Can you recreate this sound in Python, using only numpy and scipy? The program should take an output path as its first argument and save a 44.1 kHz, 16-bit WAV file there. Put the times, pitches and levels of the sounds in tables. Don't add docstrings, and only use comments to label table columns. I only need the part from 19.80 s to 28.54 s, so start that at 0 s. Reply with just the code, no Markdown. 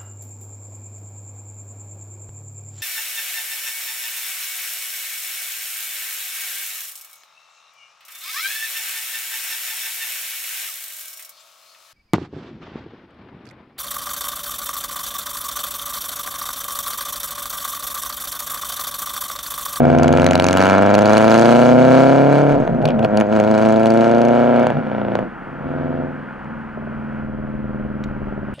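import sys
import numpy as np
from scipy import signal
from scipy.fft import rfft, irfft, next_fast_len
from scipy.io import wavfile
from scipy.ndimage import uniform_filter1d

SR = 44100
rng = np.random.default_rng(int(sys.argv[2]) if len(sys.argv) > 2 else 0)


def unload_audio(sound):
    columns = np.transpose(np.atleast_2d(sound))
    steps = np.round(np.clip(columns, -1, 1) * 32767)
    wavfile.write(sys.argv[1], SR, steps.astype(np.int16))


N = 385434
TIME = np.arange(N) / SR

# (t/s, level/dB)
TYRE_LEVEL = [(0, -37), (2.7, -35), (4.9, -35), (5.55, -36.5), (7.3, -37.5), (7.6, -39.5), (8.74, -38)]
# (t/s, level/dB)
WIND_LEVEL = [(0, -49), (2.5, -49), (2.84, -34.5), (3, -39.5), (4.5, -54), (5.55, -46), (6.5, -50.5),
              (7.35, -41.5), (7.6, -37), (8.2, -34), (8.74, -35.5)]
# (f/Hz, level/dB)
TYRE_SPECTRUM = [(120, -76), (250, -14.5), (450, -4), (650, -5.5), (850, -2.5), (1200, -5.5), (1420, 0.5),
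                 (1670, -6.5), (2100, -14.5), (2700, -21), (3200, -26.5), (3650, -39), (4500, -41),
                 (5500, -48), (8000, -52.5), (16000, -59.5)]
# (f/Hz, level/dB)
WIND_SPECTRUM = [(10, -8), (28, -1), (52, -1), (80, -6), (130, -17), (200, -28), (500, -50), (2000, -100)]

# (t/s, level/dB)
GRIT_TICKS = [(6.645, -50.5), (8.239, -27.5)]
# (f/Hz, level/dB)
BODYWORK = [(1470, -16.5), (2500, -7), (3380, -16.5), (3720, -7), (6290, -20.5), (6810, -9.5), (8510, -34),
            (14000, -42)]
# (t/s, level/dB)
RATTLES = [(3.017, -34), (3.054, -16.5), (3.059, -29.5), (3.077, -23.5), (3.088, -23), (3.095, -24),
           (3.104, -20.5), (3.116, -32), (3.192, -26), (3.228, -27), (3.247, -18)]
# (f/Hz, level/dB)
RATTLING_PIPE = [(1200, -28.5), (2000, -6), (2450, 9), (2800, 0.5), (3200, 4), (3800, -10.5), (4500, -15),
                 (9000, -43)]

# (t/s, rate/firings per s)
REVS = [(0, 81.41), (.45, 88.11), (.95, 97.18), (1.1, 100.93), (1.55, 112.68), (1.8, 120.14), (2.2, 131.86),
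        (2.6, 143.71), (2.82, 140.12), (3.29, 104.72), (3.65, 106.81), (4.2, 114.2), (4.68, 120.53),
        (4.85, 117.9), (5.07, 123.54), (5.44, 109.71), (5.6, 85.89), (7.15, 80.65), (8.74, 74.03)]
START_TURN = .662
SHUDDER_START_S, SHUDDER_HZ, SHUDDER_TURNS, SHUDDER_FADE_S = 3.385, 6.3, .03, .25
# (t/s, lope/0-1, coasting/0-1, cruise colour/0-1)
DRIVE = [(0, 1, 0.6, 0.24), (.45, 0.99, 0.1, 0.08), (.9, 0.66, 0.06, 0.04), (1.5, 0.43, 0.32, 0.08),
         (2.7, 0.4, 0, 0.3), (3.15, 0.5, 0.5, 0.02), (3.32, 0.36, 0.19, 0.08), (4.1, 0.3, 0.36, 0.03),
         (4.8, 0.17, 0.33, 0.06), (5.1, 1, 0.69, 0.39), (6.2, 0.91, 0.5, 0.25), (6.58, 1, 0.8, 0.98),
         (6.68, 1, 0.08, 0.98)]
# (t/s, exhaust level/dB)
EFFORT = [(0, -14), (.35, -15), (.62, -20), (1, -14.5), (2.15, -11), (2.76, -15.5), (2.85, -22),
          (2.98, -25), (3.15, -23), (3.46, -22), (3.7, -15.5), (4.3, -15.5), (4.83, -16.5), (4.93, -26.5),
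          (5.04, -30.5), (5.42, -25), (5.55, -50), (5.75, -40), (5.92, -28.5), (6.1, -27.5), (6.24, -28),
          (6.33, -36.5), (6.6, -50), (6.68, -40), (6.93, -51.5), (6.98, -43.5), (8, -36.5), (8.74, -39.5)]
# (middle t/s, length/s, boost level/dB, extra rasp level/dB, extra crackle level/dB)
SURGES = [(3.052, 0.11, 3.5, -5, -1), (3.191, 0.028, 2.5, -8, 1), (3.243, 0.041, 6.5, 5, 4),
          (3.383, 0.11, 6, 11, -3), (3.564, 0.12, 2.5, 6.5, 6)]
# (start t/s, end t/s, misfiring/0-1)
LIFTS = [(2.774, 3.282, 0.7), (4.9, 5.047, 0.7), (5.45, 5.794, 1), (6.399, 6.804, 0.15)]
LIFT_FADE_S = 0.16

STROKES = [(.062, .005, .03, 0), (.312, .01, .275, 0), (.561, -.078, .545, .8), (.811, -.072, .735, 1.1)]
# (level under load/dB, level when loping/dB, level when cruising/dB, front steepness level/dB)
CYLINDERS = [(17.5, 8, 8, -0.5), (15.5, 5, 17, 3), (21, 1, 17.5, 5), (8, 6.5, 19.5, 5.5)]
# (t/s, match/0-1)
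EVENNESS = [(0, 0), (.8, 0), (1, 1), (1.22, 1), (1.45, 0.2), (2.3, 0.6), (3.15, 0), (3.35, 1), (4.1, 0.9),
            (4.85, 1), (5, 0.04)]
# (t/s, limp/0-1)
LIMP = [(0, 0.96), (.25, 0.94), (.55, 0.47), (.8, .15), (1.2, 0.07), (2.7, 0.13), (3.3, 0.01), (4.3, 0.04),
        (4.8, 0.17), (5.1, 0.68), (6.6, 0.34)]
# (f/Hz, level/dB)
SHORT_HEADER = [(100, 0), (250, -0.5), (400, 0.5), (520, 2.5), (680, 4.5), (1000, 3), (2000, 2.5)]

# (f/Hz, level/dB)
PIPE_PULL = [(35, -65), (60, -11.5), (89, -14.5), (138, 6), (178, -15.5), (230, 10), (302, -5.5),
             (335, 6.5), (377, -2.5), (430, 0), (510, 5), (575, 4.5), (670, 7.5), (740, -1), (810, -9.5),
             (994, -2), (1100, -10), (1400, -4.5), (2000, -28), (2290, -24.5), (3500, -49), (4550, -53),
             (7700, -120)]
# (f/Hz, level/dB)
PIPE_CRUISE = [(35, -47.5), (60, -22.5), (102, -36.5), (139, 7.5), (172, -24.5), (192, -10.5), (215, 3.5),
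               (247, -11), (403, -15), (451, -26), (518, 1.5), (866, -28), (1200, -41.5), (1560, -75),
               (2640, -120)]
BOOM_ORDERS = (3, 4, 5, 7, 8, 11, 12)
# (level under load/dB, loping level/dB, coasting level/dB, cruising level/dB, misfiring level/dB)
BOOM_LEVELS = [(-36.5, -21, -14.5, -14, -20.5), (-16.5, -4.5, -9.5, 2.5, -14),
               (-27.5, -17.5, -15.5, -15, -16), (-52.5, -16.5, -6, -2, -19.5), (1, -14, -30, -16, -16.5),
               (-31.5, -14.5, -28.5, -2.5, -23.5), (-9.5, -12, -11.5, -18, -20.5)]
# (f/Hz, level/dB)
STANDING_WAVES = [(75, -16.5), (90, -6.5), (120, -7), (143, 1), (160, 5.5), (180, 1.5), (200, 2.5),
                  (222, 7.5), (245, 8), (272, 4), (300, -1), (325, 0), (345, 4), (368, -3.5), (420, 1.5)]
BOOM_FOLLOW = 0.81
BOOM_RAGGED = 1.35
BOOM_FLUTTER_DB, RAGGED_FLUTTER_DB = 1.03, 7
FULL_EFFORT_DB = -15
BURBLE_DB, BURBLE_LOPE_DB, BURBLE_FOLLOW = -28, 2.5, 0.41
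LOPE_GAS = 0.23
# (middle t/s, length/s, level/dB)
HOLLOWS = [(2.821, 0.027, -24.5), (2.953, 0.14, -35), (3.061, 0.075, -18), (3.199, 0.036, -24),
           (3.258, 0.056, -28.5), (4.973, .07, -22.5)]
# (f/Hz, level/dB)
HOLLOW_PIPE = [(70, -27.5), (115, -6.5), (142, 21), (185, -6.5), (238, 8.5), (300, -12.5), (420, -6),
               (560, -1.5), (680, -6), (760, -7.5), (840, 0.5), (1000, -20), (2000, -66.5)]

# (t/s, rasp level/dB, crackle level/dB)
TREBLE = [(0, -14, -38), (.35, -7.5, -32), (.62, -2.5, -27), (.8, 0.5, -19), (1.05, -4, -32),
          (1.3, -5, -26), (1.6, -5.5, -20.5), (1.95, -11.5, -32), (2.3, -8.5, -28), (2.7, -12, -34.5),
          (2.95, -19, -40), (3.4, -20, -44), (3.8, -10, -32), (4.2, -9, -31), (4.65, -9, -36.5),
          (4.85, -5, -43), (5.3, -8.5, -53), (6.1, -13, -68.5), (8.74, -33.5, -62)]
# (f/Hz, level/dB)
RASP = [(800, 9), (900, 3.5), (990, 6), (1150, -3.5), (1270, 2), (1360, 9.5), (1450, 3.5), (1600, 4.5),
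        (1750, -1.5), (1950, -14), (2300, -1.5), (2600, -19.5), (2900, -12.5), (3600, -20.5), (5000, -31)]
# (f/Hz, level/dB)
ROAR = [(800, -26.5), (1100, 2), (1500, 1.5), (1950, -7.5), (2350, -4), (2800, -8.5), (3500, -16),
        (6000, -31), (16000, -60.5)]
# (f/Hz, level/dB)
CRACKLE = [(1500, -4.5), (2500, 4.5), (3000, 4), (3500, -6.5), (3950, 0.5), (4700, -4.5), (5200, -8.5),
           (6300, -6.5), (7800, -13), (10500, -20), (13700, -30), (16000, -33)]
RASP_SHUT_RATE, RASP_OPEN_RATE = 105, 120
RASP_OPEN_DB_PER_RATE = 0.08
RASP_FLICKER_DB, CRACKLE_FLICKER_DB = 2, 3
SPRAY_FLOW, SPRAY_FLOW_PER_RATE, SPRAY_RATE = .06, 0.025, 102

# (t/s, crack level/dB, blast level/dB)
POPS = [(0.232, -17, -32), (.3975, -15, -29), (.4435, -15, -33.5), (.488, -20, -26), (0.533, -13.5, -18.5),
        (0.5773, -18.5, -22.5), (0.6226, -13, -25.5), (0.6434, -10.5, -27), (0.6663, -11.5, -28.5),
        (0.7096, -14.5, -36), (0.8034, -20, -17), (.8142, -17, -28.5), (.8245, -13.5, -22),
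        (0.855, -14, -23.5), (0.898, -14.5, -23.5), (1.1413, -13.5, -32.5), (1.1512, -9, -25.5),
        (1.19, -15, -27.5), (1.2565, -13.5, -24.5), (1.333, -15.5, -24.5), (1.3695, -12.5, -23.5),
        (1.3795, -11.5, -25.5), (2.8763, -29.5, -19), (3.025, -37.5, -30), (3.055, -15, -16.5),
        (3.0868, -26.5, -22), (3.104, -35, -25.5), (3.1934, -33, -24.5), (3.2276, -33, -22.5),
        (3.247, -18, -19), (3.3728, -16, -24), (3.4011, -22.5, -24), (3.4104, -17.5, -14.5),
        (3.6004, -19, -15.5), (4.058, -16, -18), (4.8687, -15, -15), (4.9029, -33.5, -16),
        (4.971, -54, -32), (5.071, -49.5, -29.5), (5.3536, -27, -15.5), (5.3895, -34, -19)]
# (start t/s, end t/s, place/cycle, crack level/dB, blast level/dB)
AFTERFIRE = [(.17, .44, 0.51, -15, -23), (.45, .8, .52, -6.5, -16), (.9, 1.8, 0.54, -24.5, -29),
             (.98, 1.8, 0.61, -23.5, -33), (3.5, 3.85, 0.57, -25.5, -24), (3.72, 4.5, 0.34, -23.5, -39),
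             (4.28, 4.86, 1, -41.5, -31), (4.15, 4.86, 0.01, -42, -22.5), (4.74, 4.861, 0.63, -27.5, -28.5),
             (5.09, 5.335, .25, -52, -24)]
AFTERFIRE_SPREAD_DB = 1.5
# (f/Hz, level/dB)
SNAP = [(600, -44), (1000, -32.5), (1400, 7), (1950, 1.5), (2400, -6), (3000, -4), (3700, -14.5),
        (5000, -34), (9000, -74.5)]
# (f/Hz, level/dB)
THUD = [(60, -37), (150, -1), (300, -8), (550, 10), (720, 6.5), (1000, -2.5), (1500, -23), (3000, -88.5)]
# (start t/s, end t/s, place/cycle, peak level at the start/dB, peak level at the end/dB)
CHUFFS = [(6.933, 8.103, 0.26, -21, -33), (6.953, 8.742, 0.83, -33.5, -36),
          (7.348, 8.745, .545, -30.5, -23.5)]
# (f/Hz, level/dB)
CHUFF = [(150, -30.5), (290, 3.5), (345, 0.5), (400, 6), (450, -8.5), (520, -6), (565, 0), (615, 5),
         (650, -2.5), (690, -1), (780, -11), (1200, -25), (2500, -48.5), (5000, -90)]

# (f/Hz, left lead/rad)
PORT_PHASE = [(0, -0.6), (340, -1.13), (950, -1.07), (1210, -0.53), (2410, -0.71), (2900, -0.28),
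              (16000, 0.65)]
EDGE_HZ = 16100


def amp(db):
    return 10 ** (np.asarray(db) / 20)


def unit(x):
    return x / np.sqrt(np.mean(x ** 2) + 1e-20)


def curves(rows):
    s, *columns = np.transpose(rows)
    return [np.interp(TIME, s, column) for column in columns]


def read(points, hz):
    f, value = np.transpose(points)
    return np.interp(np.log(hz + 1), np.log(f + 1), value)


def add(mix, s, sound):
    part = mix[max(round(s * SR), 0):][:len(sound)]
    part += sound[:len(part)]


def ring(points, size=4096):
    level_db = np.maximum(read(points, abs(np.fft.fftfreq(size, 1 / SR))), -90)
    log_gain = np.log(amp(level_db))
    response = np.fft.ifft(np.exp(np.conj(signal.hilbert(log_gain)))).real[:size // 2]
    return response / np.linalg.norm(response)


def colour(x, points):
    return signal.oaconvolve(x, ring(points))[:N]


def band(x, lo_hz, hi_hz):
    sections = signal.butter(3, [lo_hz, hi_hz], btype="band", fs=SR, output="sos")
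    return signal.sosfiltfilt(sections, x)


def smooth(x, size):
    return uniform_filter1d(uniform_filter1d(x, size), size)


def steady(x, size=2400):
    return x / np.sqrt(abs(smooth(x ** 2, size)) + 1e-14)


def waver(size=1800):
    knots = np.arange(0, N + size, size)
    return unit(np.interp(np.arange(N), knots, rng.standard_normal(len(knots))))


def swell(s, length):
    return np.exp(-(2 * (TIME - s) / length) ** 4)


def port_noise(points, apart):
    shared, *separate = [unit(colour(rng.standard_normal(N), points)) for _ in range(3)]
    return shared + apart * np.array(separate)


def wind(apart=1.0, gust_db=2.8):
    gusts = amp(gust_db * unit(smooth(rng.standard_normal(N), 3000)))
    buffet = unit(gusts * port_noise(WIND_SPECTRUM, apart))
    return amp(curves(WIND_LEVEL)) * buffet * amp([[2.], [-2.5]])


def tyres(apart=0.043, drift_db=.7):
    drift = amp(drift_db * waver(size=5000))
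    return amp(curves(TYRE_LEVEL)) * drift * unit(port_noise(TYRE_SPECTRUM, apart))


def scatter(x, t60=0.47, delay_s=0.0014, size=8192):
    t = np.arange(size) / SR
    tails = rng.standard_normal((2, size)) * amp(-60 * t / t60) * (t > delay_s)
    return signal.oaconvolve(x[None], tails / np.linalg.norm(tails[0]), axes=1)[:, :N]


def knocks(rows, body, decay_s):
    out, t, response = np.zeros(N), np.arange(1024) / SR, ring(body)
    for s, level_db in rows:
        scuff = rng.standard_normal(len(t)) * np.exp(-t / decay_s)
        knock = signal.fftconvolve(scuff, response)
        add(out, s, amp(level_db) * knock / abs(knock).max())
    return out


def engine_turns():
    since = np.maximum(TIME - SHUDDER_START_S, 0)
    shudder = SHUDDER_TURNS * np.exp(-since / SHUDDER_FADE_S) * np.sin(2 * np.pi * SHUDDER_HZ * since)
    return np.cumsum(curves(REVS)[0]) / SR / len(CYLINDERS) + START_TURN + shudder


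def cycle_times(place):
    turns = engine_turns()
    return np.interp(np.arange(int(turns[-1]) + 1) + place, turns, TIME)


def chuffs(spread_db=2.0):
    out, bark = np.zeros(N), ring(CHUFF)
    bark = bark / abs(bark).max()
    for start, end, place, first_db, last_db in CHUFFS:
        times = cycle_times(place)
        for s, luck in zip(times, rng.standard_normal(len(times))):
            if start < s < end:
                level_db = np.interp(s, (start, end), (first_db, last_db)) + spread_db * luck
                add(out, s, -amp(level_db) * bark)
    return out


def afterfire():
    rows = []
    for start, end, place, crack_db, blast_db in AFTERFIRE:
        times = cycle_times(place)
        luck_db = AFTERFIRE_SPREAD_DB * rng.standard_normal(len(times))
        rows += [(s, crack_db + db, blast_db + db / 2) for s, db in zip(times, luck_db) if start <= s <= end]
    return rows


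def pops(snap_db=-1.5, thud_db=12.0, crack_s=0.0012):
    out, t = np.zeros(N), np.arange(2048) / SR
    fizz, snap, thud = ring(CRACKLE), ring(SNAP), ring(THUD)
    for s, crack_db, blast_db in list(POPS) + afterfire():
        crack = signal.fftconvolve(rng.standard_normal(len(t)) * np.exp(-t / crack_s), fizz)
        for level_db, sound in (crack_db, crack), (blast_db + snap_db, snap), (blast_db + thud_db, thud):
            add(out, s, -amp(level_db) * sound / abs(sound).max())
    return out


def surges():
    return sum(np.outer(boosts_db, swell(s, length)) for s, length, *boosts_db in SURGES)


def misfiring():
    ragged = np.zeros(N)
    for start, end, share in LIFTS:
        inside = np.minimum(TIME - start, end - TIME)
        ragged += share * np.clip(inside / LIFT_FADE_S + .5, 0, 1)
    return np.clip(ragged, 0, 1)


def firings(turns, lope, misfire, cruise, jitter=.0004, stumble=0.034, spread_db=.7, misfire_db=5):
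    tracks, cycles = np.zeros((len(STROKES), N + 1)), np.arange(int(turns[-1]) + 1)
    uneven = 1 - np.clip(curves(EVENNESS)[0], 0, .9)
    limp = curves(LIMP)[0] * (1 - cruise)
    for clicks, stroke, strengths in zip(tracks, STROKES, CYLINDERS):
        place, shift, cruise_place, again = stroke
        load_db, lope_db, cruise_db, _ = strengths
        at = np.minimum(np.searchsorted(turns, cycles + place), N - 1)
        late, strong = rng.standard_normal((len(cycles), 2)).T
        beat = cycles + place + (cruise_place - place) * cruise[at]
        beat += late * (jitter + stumble * misfire[at])
        level_db = (load_db + (lope_db - load_db) * lope[at]) * uneven[at]
        level_db += (cruise_db - level_db) * cruise[at]
        level_db += strong * (spread_db + misfire_db * misfire[at])
        for turn, share in (beat + shift * limp[at], 1), (beat, again * limp[at] ** 2):
            height = share * amp(level_db) * (turn > turns[0]) * (turn < turns[-1])
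            exact = np.interp(turn, turns, np.arange(N))
            whole = exact.astype(int)
            clicks[whole] -= height * (1 - exact % 1)
            clicks[whole + 1] -= height * (exact % 1)
    return tracks[:, :N]


def jet(clicks, decay_s, between):
    gate = signal.lfilter([1], [1, -np.exp(-1 / (decay_s * SR))], abs(clicks))
    return steady((unit(gate) + between) * rng.standard_normal(N))


def boom(pipe, turns, lope, coast, cruise, misfire, width_hz=7, slip=0.91):
    lowpass, tones = signal.butter(2, width_hz, fs=SR, output="sos"), np.zeros(N)
    cycle_hz = np.gradient(turns) * SR
    ragged = np.clip(BOOM_RAGGED * misfire, 0, 1)
    for order, (level_db, lope_db, coast_db, cruise_db, misfire_db) in zip(BOOM_ORDERS, BOOM_LEVELS):
        for share, state_db in (lope, lope_db), (cruise, cruise_db), (coast, coast_db), (ragged, misfire_db):
            level_db = level_db + share * (state_db - level_db)
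        level_db += read(STANDING_WAVES, order * cycle_hz)
        level_db += (BOOM_FLUTTER_DB + RAGGED_FLUTTER_DB * ragged) * np.minimum(waver(), 1)
        spin = np.exp(2j * np.pi * order * turns)
        swing = signal.sosfiltfilt(lowpass, pipe / spin, padtype="even", padlen=SR // 4) * spin
        pipe = pipe - 2 * swing.real
        tones += np.sqrt(2) * amp(level_db) * np.cos(np.angle(swing) + slip * ragged * waver())
    return tones, pipe


def low_exhaust(drive, turns, effort_db, lope, coast, cruise, misfire, cruise_bark_db=-6):
    pipe = (1 - cruise) * colour(drive, PIPE_PULL) + cruise * colour(drive, PIPE_CRUISE)
    tones, pipe = boom(pipe, turns, lope, coast, cruise, misfire)
    out = amp(BOOM_FOLLOW * effort_db) * tones
    burble_db = BURBLE_DB + BURBLE_LOPE_DB * lope + BURBLE_FOLLOW * (effort_db - FULL_EFFORT_DB)
    out += amp(burble_db) * steady(band(pipe, 140, 366))
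    out += amp(effort_db + cruise_bark_db * cruise) * steady(band(pipe, 357, 936))
    hollow = sum(amp(db) * swell(s, length) for s, length, db in HOLLOWS)
    return out + hollow * steady(colour(drive, HOLLOW_PIPE), size=1200)


def rasp_and_roar(fronts, puffs, misfire, spurts, rasp_db=-4.0, roar_db=-12):
    buzz = band(colour(steady(fronts) + (.04 + .3 * misfire) * puffs, RASP), 740, 4000)
    upper = band(buzz, 2000, 3400)
    above_neutral = np.maximum(curves(REVS)[0], RASP_SHUT_RATE) - RASP_OPEN_RATE
    opening = amp(RASP_OPEN_DB_PER_RATE * above_neutral)
    flicker_db = RASP_FLICKER_DB * spurts
    rush = unit(colour(rng.standard_normal(N), ROAR))
    return amp(rasp_db + flicker_db) * steady(buzz + (opening - 1) * upper) + amp(roar_db + flicker_db) * rush


def crackle(fronts, spurts, spread_db=4, shock_share=0.38):
    shocks = fronts * amp(spread_db * np.clip(rng.standard_normal(N), -2, 1))
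    flow = SPRAY_FLOW + SPRAY_FLOW_PER_RATE * np.maximum(curves(REVS)[0] - SPRAY_RATE, 0)
    spray = jet(shocks, decay_s=0.0008, between=flow)
    sizzle = band(colour(spray + shock_share * steady(shocks), CRACKLE), 2600, 18000)
    return amp(CRACKLE_FLICKER_DB * spurts) * steady(sizzle, size=4000)


def exhaust():
    turns, misfire = engine_turns(), misfiring()
    lope, coast, cruise = curves(DRIVE)
    surge_db, *bite_db = surges()
    effort_db = curves(EFFORT)[0] + surge_db
    rasp_gain, crackle_gain = amp(np.array(curves(TREBLE)) + effort_db + np.array(bite_db))
    tracks = firings(turns, lope, misfire, cruise)
    clicks = tracks[:2].sum(0) + colour(tracks[2:].sum(0), SHORT_HEADER)
    puffs = jet(clicks, decay_s=0.019, between=0.19)
    gas = .045 + LOPE_GAS * lope * (1 - coast) * (1 - cruise) + .5 * misfire
    drive = steady(clicks) + gas * puffs
    fronts = amp([row[-1] for row in CYLINDERS]) @ tracks
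    spurts = np.clip(waver(size=2600), -1, 1)
    out = low_exhaust(drive, turns, effort_db, lope, coast, cruise, misfire)
    out += rasp_gain * rasp_and_roar(fronts, puffs, misfire, spurts)
    return out + crackle_gain * crackle(fronts, spurts)


def ports(both):
    size = next_fast_len(N + 2048)
    lead = np.interp(np.fft.rfftfreq(size, 1 / SR), *np.transpose(PORT_PHASE))
    turned = rfft(both, size) * np.exp(.5j * np.array([lead, -lead]))
    return irfft(turned, size)[:, :N] * amp([[.4], [.2]])


def scene(wet_db=-20, near_db=-9):
    car = knocks(GRIT_TICKS, BODYWORK, decay_s=0.0022) + knocks(RATTLES, RATTLING_PIPE, decay_s=0.0017)
    car += chuffs() + pops() + exhaust()
    reflections = amp(wet_db) * scatter(band(car, 210, 15000))
    reflections += amp(near_db) * scatter(band(car, 2700, 16000), t60=0.014, delay_s=0.00054)
    return ports(wind() + tyres() + reflections + car)


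def record(dry, knee=0.94):
    over = np.maximum(abs(dry) - knee, 0)
    clipped = dry - np.sign(dry) * (over - (1 - knee) * np.tanh(over / (1 - knee)))
    lowpass = signal.firwin(255, EDGE_HZ, window=("kaiser", 9), fs=SR)
    return signal.oaconvolve(clipped, lowpass[None], "same")


dry = scene()
out = record(dry)
unload_audio(out)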